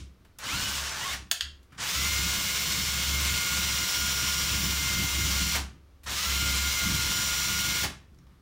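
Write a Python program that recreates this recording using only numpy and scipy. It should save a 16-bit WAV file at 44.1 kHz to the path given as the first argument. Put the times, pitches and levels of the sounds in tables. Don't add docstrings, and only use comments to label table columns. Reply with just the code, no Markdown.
import sys
import numpy as np
from scipy import signal
from scipy.fft import rfft, irfft, next_fast_len
from scipy.io import wavfile
from scipy.ndimage import map_coordinates

SR = 44100
rng = np.random.default_rng(int(sys.argv[2]) if len(sys.argv) > 2 else 0)


def volts_from_db(level):
    exponent = np.asarray(level, float) / 20
    return 10 ** exponent


def store_wav(level_fs):
    pcm = np.round(np.clip(np.atleast_2d(level_fs), -1, 1) * 32767)
    wavfile.write(sys.argv[1], SR, pcm.T.astype(np.int16))


N = 370881

# freq_hz, level_db (per Hz)
AIR_COLOUR = [(12, -38.5), (20, -4), (44, -3), (68, 4), (162, -18), (276, -14.5), (539, -20.5), (891, -27),
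              (1180, -22.5), (1890, -28.5), (5620, -34.5), (7440, -40.5), (15800, -42)]
# freq_hz, t60_s
ROOM_DECAY = [(100, 0.22), (1000, 0.37), (4000, 0.31), (10000, 0.26), (16000, 0.14)]
# start_s, low_hz
FLECKS = [(.641, 4700), (.641, 9000), (.92, 5100), (1.942, 14400), (2.545, 11700), (2.847, 7600),
          (3.706, 9600), (3.708, 4100), (3.937, 4100), (3.939, 8300), (3.939, 9600), (4.566, 7500),
          (4.659, 5600), (4.659, 8300), (4.937, 7500), (4.939, 5100), (6.795, 8200), (6.843, 8200),
          (6.957, 9000), (7.213, 4700), (7.214, 9600), (7.584, 4100), (7.586, 8200)]
FLECK_DB, FLECK_DB_PER_DECADE, FLECK_WIDTH_HZ = -42.5, -19, 1400

# start_s, length_s,
# boom_db, rumble_db
SHOVES = [(0, 0.023, -39.5, -49.5), (0.512, 0.054, -40, -38), (0.667, 0.18, -41.5, -52),
          (1.09, .12, -45, -50.5), (1.424, 0.056, -44, -56.5), (1.958, 0.35, -36, -40.5),
          (2.384, 0.42, -43.5, -44), (2.822, 0.29, -38.5, -43), (3.076, 0.25, -33.5, -40),
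          (3.504, 0.26, -38, -45.5), (3.964, 0.51, -40, -43), (4.5, .28, -34.5, -40.5),
          (4.832, 0.23, -37.5, -36.5), (5.122, 0.33, -33, -35.5), (5.53, 0.079, -34.5, -39.5),
          (6.051, .1, -43, -52), (6.27, 0.41, -33, -40.5), (6.817, 0.24, -38.5, -38),
          (7.098, .5, -43.5, -43.5), (7.653, 0.25, -42.5, -43), (8.1, 0.33, -61, -60), (.2, 0.6, -71, -66),
          (1.72, 0.18, -56, -55.5), (5.8, 0.18, -61, -68.5)]
# freq_hz, level_db (per Hz)
RUMBLE_COLOUR = [(20, -19), (40, -5.5), (85, -7), (97, -4), (199, -5), (242, -12.5), (340, -11.5),
                 (450, -28.5), (700, -55.5)]
PANEL_MODES_HZ = [100.4, 134, 167.7, 197, 273]
MODE_WIDTH_HZ, MODE_LIFT = 13, 0.7
PANEL_HZ, PANEL_RISE_S, PANEL_T60_S = 68.4, 0.045, 0.45
RUMBLE_T60_S, THREAD_DB = 0.53, -17.5

# start_s, peak_db, length_s,
# centre_hz, width_hz
TICKS = [(.248, -49, .006, 1300, 1480), (.249, -72, 0.0043, 5250, 1500), (0.386, -39.5, 0.025, 1800, 2500),
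         (.386, -36.5, 0.0026, 6250, 6048), (1.129, -29.5, .012, 2150, 2510),
         (1.313, -19.5, 0.0037, 3500, 8000), (1.408, -23, .006, 3260, 1200), (3.44, -36, 0.0066, 8000, 500),
         (1.629, -61, 0.00464, 5000, 6200), (1.704, -56, 0.0037, 1800, 892),
         (1.711, -57, 0.0032, 2900, 703), (1.72, -42.5, 0.0122, 1502, 700), (1.744, -45, .01, 1599, 800),
         (1.77, -61, 0.0048, 3000, 6010), (5.548, -22, 0.017, 1580, 2940),
         (6.033, -49.5, 0.016, 2014, 8940), (6.072, -48, 0.0044, 3993, 6000),
         (7.833, -21.5, 0.014, 1240, 2380), (8.187, -51, 0.0017, 5740, 897),
         (8.146, -60, 0.0015, 4500, 3000), (8.188, -55, .002, 890, 1394), (8.268, -49, .003, 1100, 700),
         (8.29, -58, 0.024, 1300, 800), (8.334, -61.5, 0.0051, 1210, 297)]
# start_s, peak_db, top_hz
CLACKS = [
    (1.3133, -19.5, 22000),
    (1.4086, -17.5, 4500),
]
# delay_s, level_db
CHATTER = [
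    (0, 2.5),
    (.0006, 6),
    (.0015, -7),
    (.005, -6),
]
# freq_hz, width_hz, level_db
HOUSING = [(607, 500, -25), (1700, 360, -2), (2450, 700, -8), (3190, 530, 3), (4400, 520, 4.5),
           (5300, 950, -2.5), (6660, 1400, -2.5), (8500, 1180, -9.5), (11800, 1500, -23), (14000, 1400, -7)]
CLACK_LOW_HZ = 1300

# time_s, asked_speed_hz
PULLS = [
    [(.385, 40), (.418, 30), (.422, 178), (.58, 153), (.72, 149), (.86, 45), (1.04, 130), (1.075, 107),
     (1.135, 108)],
    [(1.774, 130), (1.81, 228), (1.9, 205), (2.3, 205.4), (3.15, 205.2), (3.33, 203.6), (4.4, 203.1),
     (4.75, 202.3), (5.56, 202.5)],
    [(6.058, 285), (6.13, 205), (6.4, 202.2), (6.9, 202.3), (7.4, 203.4), (7.838, 204)],
]
# time_s, screw_load (0 to 1), vent_tilt (-1 to 1, toward the microphone)
HAND = [(.6, 0, 0), (1.1, 0, 0), (2.12, 0.66, -0.43), (2.6, 0.06, .3), (3.1, 0, 0.095), (3.3, 0.7, -0.75),
        (3.65, .7, 0.25), (4.0, 0.84, 1), (4.35, 0.8, 0.94), (4.7, 0.38, 0.24), (5.05, 0.6, -1),
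        (5.4, 0.5, 0.077), (6.4, 1, -0.1), (6.85, 0.94, -0.76), (7.1, 1, 0.16), (7.35, 1, 0.16),
        (7.7, 0.83, 0.098)]
MAIN_ORDERS = [7, 10.39, 20.16, 26, 28, 30.3, 35]
# part_throttle_db, full_speed_db, db_per_load, db_per_tilt
MAIN_LEVELS = [(-48, -52, 11.5, -0.9), (-44, -44.5, 0, -7.5), (-43.5, -64, 17, -3),
               (-56.5, -46.5, -2.5, 6.5), (-60, -48.5, 5, 4), (-47, -59, .1, -0.5), (-51, -47.5, 3, .1)]
# multiple, level_db
MINOR_ORDERS = [(8, -56), (10.76, -52), (11.03, -53), (14, -49), (16, -54), (18, -55), (21, -51), (23, -56),
                (25, -54), (29, -51), (30, -56), (36, -54), (40, -62), (43, -64), (48, -62), (49, -59),
                (53, -65), (56, -62), (57, -63), (61, -64), (64, -61), (65, -61), (69, -61), (70, -60),
                (77, -59)]
# freq_hz, level_db (per Hz)
WHIRR_COLOUR = [(210, -57), (350, -21.5), (433, -12.5), (810, -15), (1050, -5.5), (1330, -7), (1390, -5),
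                (1880, -8.5), (2160, -2), (2640, -4.5), (2880, -1), (4870, -4.5), (5460, -3), (7050, -5.5),
                (10500, -15.5), (13600, -35), (22000, -120)]
# freq_hz, level_db (per Hz)
HISS_COLOUR = [(7000, -33), (9500, -3), (10600, -13), (12000, 0.5), (14200, -5), (15300, 4.5), (15800, -9)]
# freq_hz, level_db (per Hz)
GROWL_COLOUR = [(200, -16), (450, -9.5), (1200, -1.5), (1800, -0.5), (3500, -37)]
SPIN_UP_S, FULL_HZ = .08, 203
GEARS_SETTLE_HZ = 165
WHIRR_DB, WHIRR_DB_PER_DECADE = -29, 15
STRAIN_DB, LOAD_DB = 2, 0.33
HISS_DB, HISS_DB_PER_DECADE = -9, 17
DRIFT_DB, COAST_DB, SMEAR_DB = 0.8, -90, -11
VENT_HZ, VENT_DB_PER_OCTAVE = 1500, 14
NOTCH_HZ, NOTCH_WIDTH_HZ, NOTCH_DB = 1800, 170, -9


def unit(x):
    return x / np.sqrt(np.mean(x ** 2) + 1e-20)


def along(points, hz):
    f, v = np.transpose(points)
    return np.interp(np.log(hz + 1), np.log(f + 1), v)


def curves(rows):
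    s, *cols = np.transpose(rows)
    return [np.interp(np.arange(N) / SR, s, c) for c in cols]


def wobble(rate):
    knots = rng.standard_normal(int(N * rate / SR) + 4)
    return map_coordinates(knots, [np.arange(N) * rate / SR])


def filtered(x, response):
    m = next_fast_len(N + SR // 2)
    return irfft(rfft(x, m) * response(np.fft.rfftfreq(m, 1 / SR)), m)[..., :N]


def noise(colour, drive=1):
    return unit(filtered(drive * rng.standard_normal(N), lambda hz: volts_from_db(along(colour, hz))))


def resonance(f, hz, width_hz):
    return 1j * f * width_hz / (hz * hz - f * f + 1j * f * width_hz)


def room_air():
    return volts_from_db(-58.5) * noise(AIR_COLOUR)


def bathroom(x, count=5):
    hz, t, z = signal.stft(rng.standard_normal((count + 1, SR // 2)), SR, nperseg=256)
    fade = volts_from_db(-60 * t / along(ROOM_DECAY, hz)[:, None])
    tails = signal.istft(z * fade, SR, nperseg=256)[1]
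    place = (np.arange(N) / SR / .11 - np.arange(count)[:, None]) % count
    shares = np.sin(np.pi * np.clip(place / 2, 0, 1))
    echoes = tails[1:] / np.linalg.norm(tails[1])
    wet = signal.fftconvolve(shares * x, echoes, axes=1).sum(0)
    earlier = filtered(np.pad(tails[0], (0, N))[:N], lambda f: volts_from_db(along(WHIRR_COLOUR, f)))
    return volts_from_db(-5.5) * np.pad(wet, (150, 0))[:N] + volts_from_db(-41.5) * earlier


def treble_flecks():
    side = np.zeros(N + SR)
    f = np.fft.rfftfreq(2048, 1 / SR)
    window = signal.windows.kaiser_bessel_derived(2048, 4 * np.pi)
    for s, low in FLECKS:
        db = FLECK_DB + FLECK_DB_PER_DECADE * np.log10(low / 4500)
        inside = (f > low) * (f < low + FLECK_WIDTH_HZ)
        band = irfft(rfft(rng.standard_normal(2048)) * inside)
        side[round(s * SR) - 1024:][:2048] += volts_from_db(db) * unit(band) * window
    return side[:N] * np.array([[1], [-1]])


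def swells(levels_db, t60):
    t = np.arange(N) / SR
    energy = 0
    for (s, length, *_), db in zip(SHOVES, levels_db):
        rise = np.clip((t - s) / PANEL_RISE_S + .5, 0, 1)
        ring_out = volts_from_db(-60 * np.clip(t - s - length, 0, None) / t60)
        energy = energy + (volts_from_db(db) * rise * ring_out) ** 2
    return np.sqrt(energy)


def wall():
    _, _, boom_db, rumble_db = np.transpose(SHOVES)
    boom = np.sin(2 * np.pi * np.cumsum(PANEL_HZ + 1.63 * wobble(14)) / SR)
    boom = boom * volts_from_db(2.5 + 0.8 * wobble(9)) * swells(boom_db, PANEL_T60_S)
    thread = power(.05) * volts_from_db(whirr_level() + THREAD_DB)
    bite = np.hypot(swells(rumble_db, RUMBLE_T60_S), thread)
    lumps = noise(RUMBLE_COLOUR, volts_from_db(1.9 * wobble(60) + 2.1 * wobble(12)))

    def panel(f):
        return 1 + MODE_LIFT * sum(resonance(f, hz, MODE_WIDTH_HZ) for hz in PANEL_MODES_HZ)

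    return boom + bite * unit(filtered(lumps, panel))


def burst(s, db, length):
    u = np.arange(SR // 8) / SR / np.clip(length, .0003, .03)
    puff = volts_from_db(db) * np.sqrt(u) * np.exp(1 - u / 2) * rng.standard_normal(len(u))
    return np.pad(puff, (round(s * SR), N))[:N]


def small_knocks():
    return sum(filtered(volts_from_db(-3.5) * burst(s, db, length / 2), lambda f: resonance(f, hz, w))
               for s, db, length, hz, w in TICKS)


def switch_clacks():
    def housing(f):
        return sum((-1) ** k * volts_from_db(db) * resonance(f, hz, w) for k, (hz, w, db) in enumerate(HOUSING))

    def blows(f):
        return sum(volts_from_db(db + less_db + 23.5) * np.exp(-2j * np.pi * f * (s + late)) / (1 + 1j * f / top) ** 2
                   for s, db, top in CLACKS for late, less_db in CHATTER)

    impulse = 1. * (np.arange(N) == 0)
    return filtered(impulse, lambda f: blows(f) * housing(f) / (1 + CLACK_LOW_HZ / (1j * f + 1)) ** 2)


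def rotor():
    t = np.arange(N) / SR
    asked, = curves(np.vstack(PULLS))
    asked = asked * sum((t >= run[0][0]) * (t < run[-1][0] + .15) for run in PULLS)
    keep = np.exp(-1 / (SPIN_UP_S * SR))
    speed = np.maximum(signal.lfilter([1 - keep], [1, -keep], asked), 1)
    return speed, (asked - speed) / FULL_HZ


def power(brake_s):
    t = np.arange(N) / SR
    return sum(np.clip((t - run[0][0]) / 0.0038, 0, 1) * np.exp(-np.clip(t - run[-1][0], 0, None) / brake_s)
               for run in PULLS)


def whirr_level():
    (speed, strain), load = rotor(), curves(HAND)[0]
    speed_db = WHIRR_DB_PER_DECADE * np.log10(speed / FULL_HZ)
    return WHIRR_DB + speed_db + STRAIN_DB * np.clip(strain, 0, 1) + LOAD_DB * load


def main_tone_levels(speed, strain):
    load, tilt = curves(HAND)
    full = np.clip((speed - GEARS_SETTLE_HZ) / (FULL_HZ - 5 - GEARS_SETTLE_HZ), 0, 1)
    grip_db = COAST_DB * np.clip(-strain, 0, 1) + SMEAR_DB * np.clip(strain, 0, 1)
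    levels = []
    for k, (part_db, full_db, load_db, tilt_db) in zip(MAIN_ORDERS, MAIN_LEVELS):
        pitch = k * speed
        settled_db = full_db + load * load_db + tilt * tilt_db
        db = part_db + full * (settled_db - part_db) + grip_db
        db += (1 - full) * VENT_DB_PER_OCTAVE * np.log2(np.clip(pitch / VENT_HZ, 0, 1))
        db += NOTCH_DB * np.exp(-((pitch - NOTCH_HZ) / NOTCH_WIDTH_HZ) ** 2)
        levels.append(db + DRIFT_DB * wobble(2.86))
    return levels


def motor(brake_s=.03, gate=0.18, flutter_db=2.0):
    (speed, strain), whirr_db, on = rotor(), whirr_level(), power(brake_s)
    looseness = np.clip(1 - speed / 200, 0, 1)
    slack = 1 + 1.5 * looseness
    jitter = 1 + .0004 * wobble(25) + .05 * looseness * wobble(70)
    slowing = np.clip(on, 0, 1) ** .5
    turn = 2 * np.pi * np.cumsum(speed * slowing * jitter) / SR

    tones = 0
    for k, db in zip(MAIN_ORDERS, main_tone_levels(speed, strain)):
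        flutter = flutter_db * slack ** 2.0 * wobble(30)
        tones = tones + volts_from_db(db + 5.0 - 0.98 * slack + flutter) * np.sin(k * turn)
    minor = sum(volts_from_db(db + 3 * wobble(4)) * np.sin(k * turn + k) for k, db in MINOR_ORDERS)
    tones += volts_from_db(whirr_db + 32.5) * (speed / 203) ** 3 * minor
    tones *= np.clip(speed / 100, 0, 1) ** 2

    beat = 1 + gate * np.cos(turn) + 0.088 * np.cos(turn / 11.0)
    hiss_db = HISS_DB + HISS_DB_PER_DECADE * np.log10(speed / FULL_HZ)
    rush = noise(WHIRR_COLOUR, beat * volts_from_db(0.77 * wobble(40)))
    rush += on * volts_from_db(hiss_db) * noise(HISS_COLOUR, beat * volts_from_db(0.62 * wobble(60)))
    rush += 0.63 * (slack - 1) * noise(GROWL_COLOUR)
    return on ** 2 * tones, on * volts_from_db(whirr_db - 1.28) * rush


def scene():
    tones, rush = motor()
    knocks = switch_clacks() + small_knocks()
    near = volts_from_db(0.23) * tones + volts_from_db(-1.0) * rush + knocks
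    far = volts_from_db(-13) * tones + volts_from_db(-3.5) * rush + volts_from_db(0.5) * knocks
    return np.tile(near + bathroom(far) + wall() + room_air(), (2, 1))


def roll_off(x):
    return signal.sosfilt(signal.butter(12, 16830, fs=SR, output="sos"), x)


def record(dry):
    mix = filtered(dry + treble_flecks(), lambda hz: hz < 15790)
    return roll_off(mix)


dry = scene()
out = record(dry)
store_wav(out)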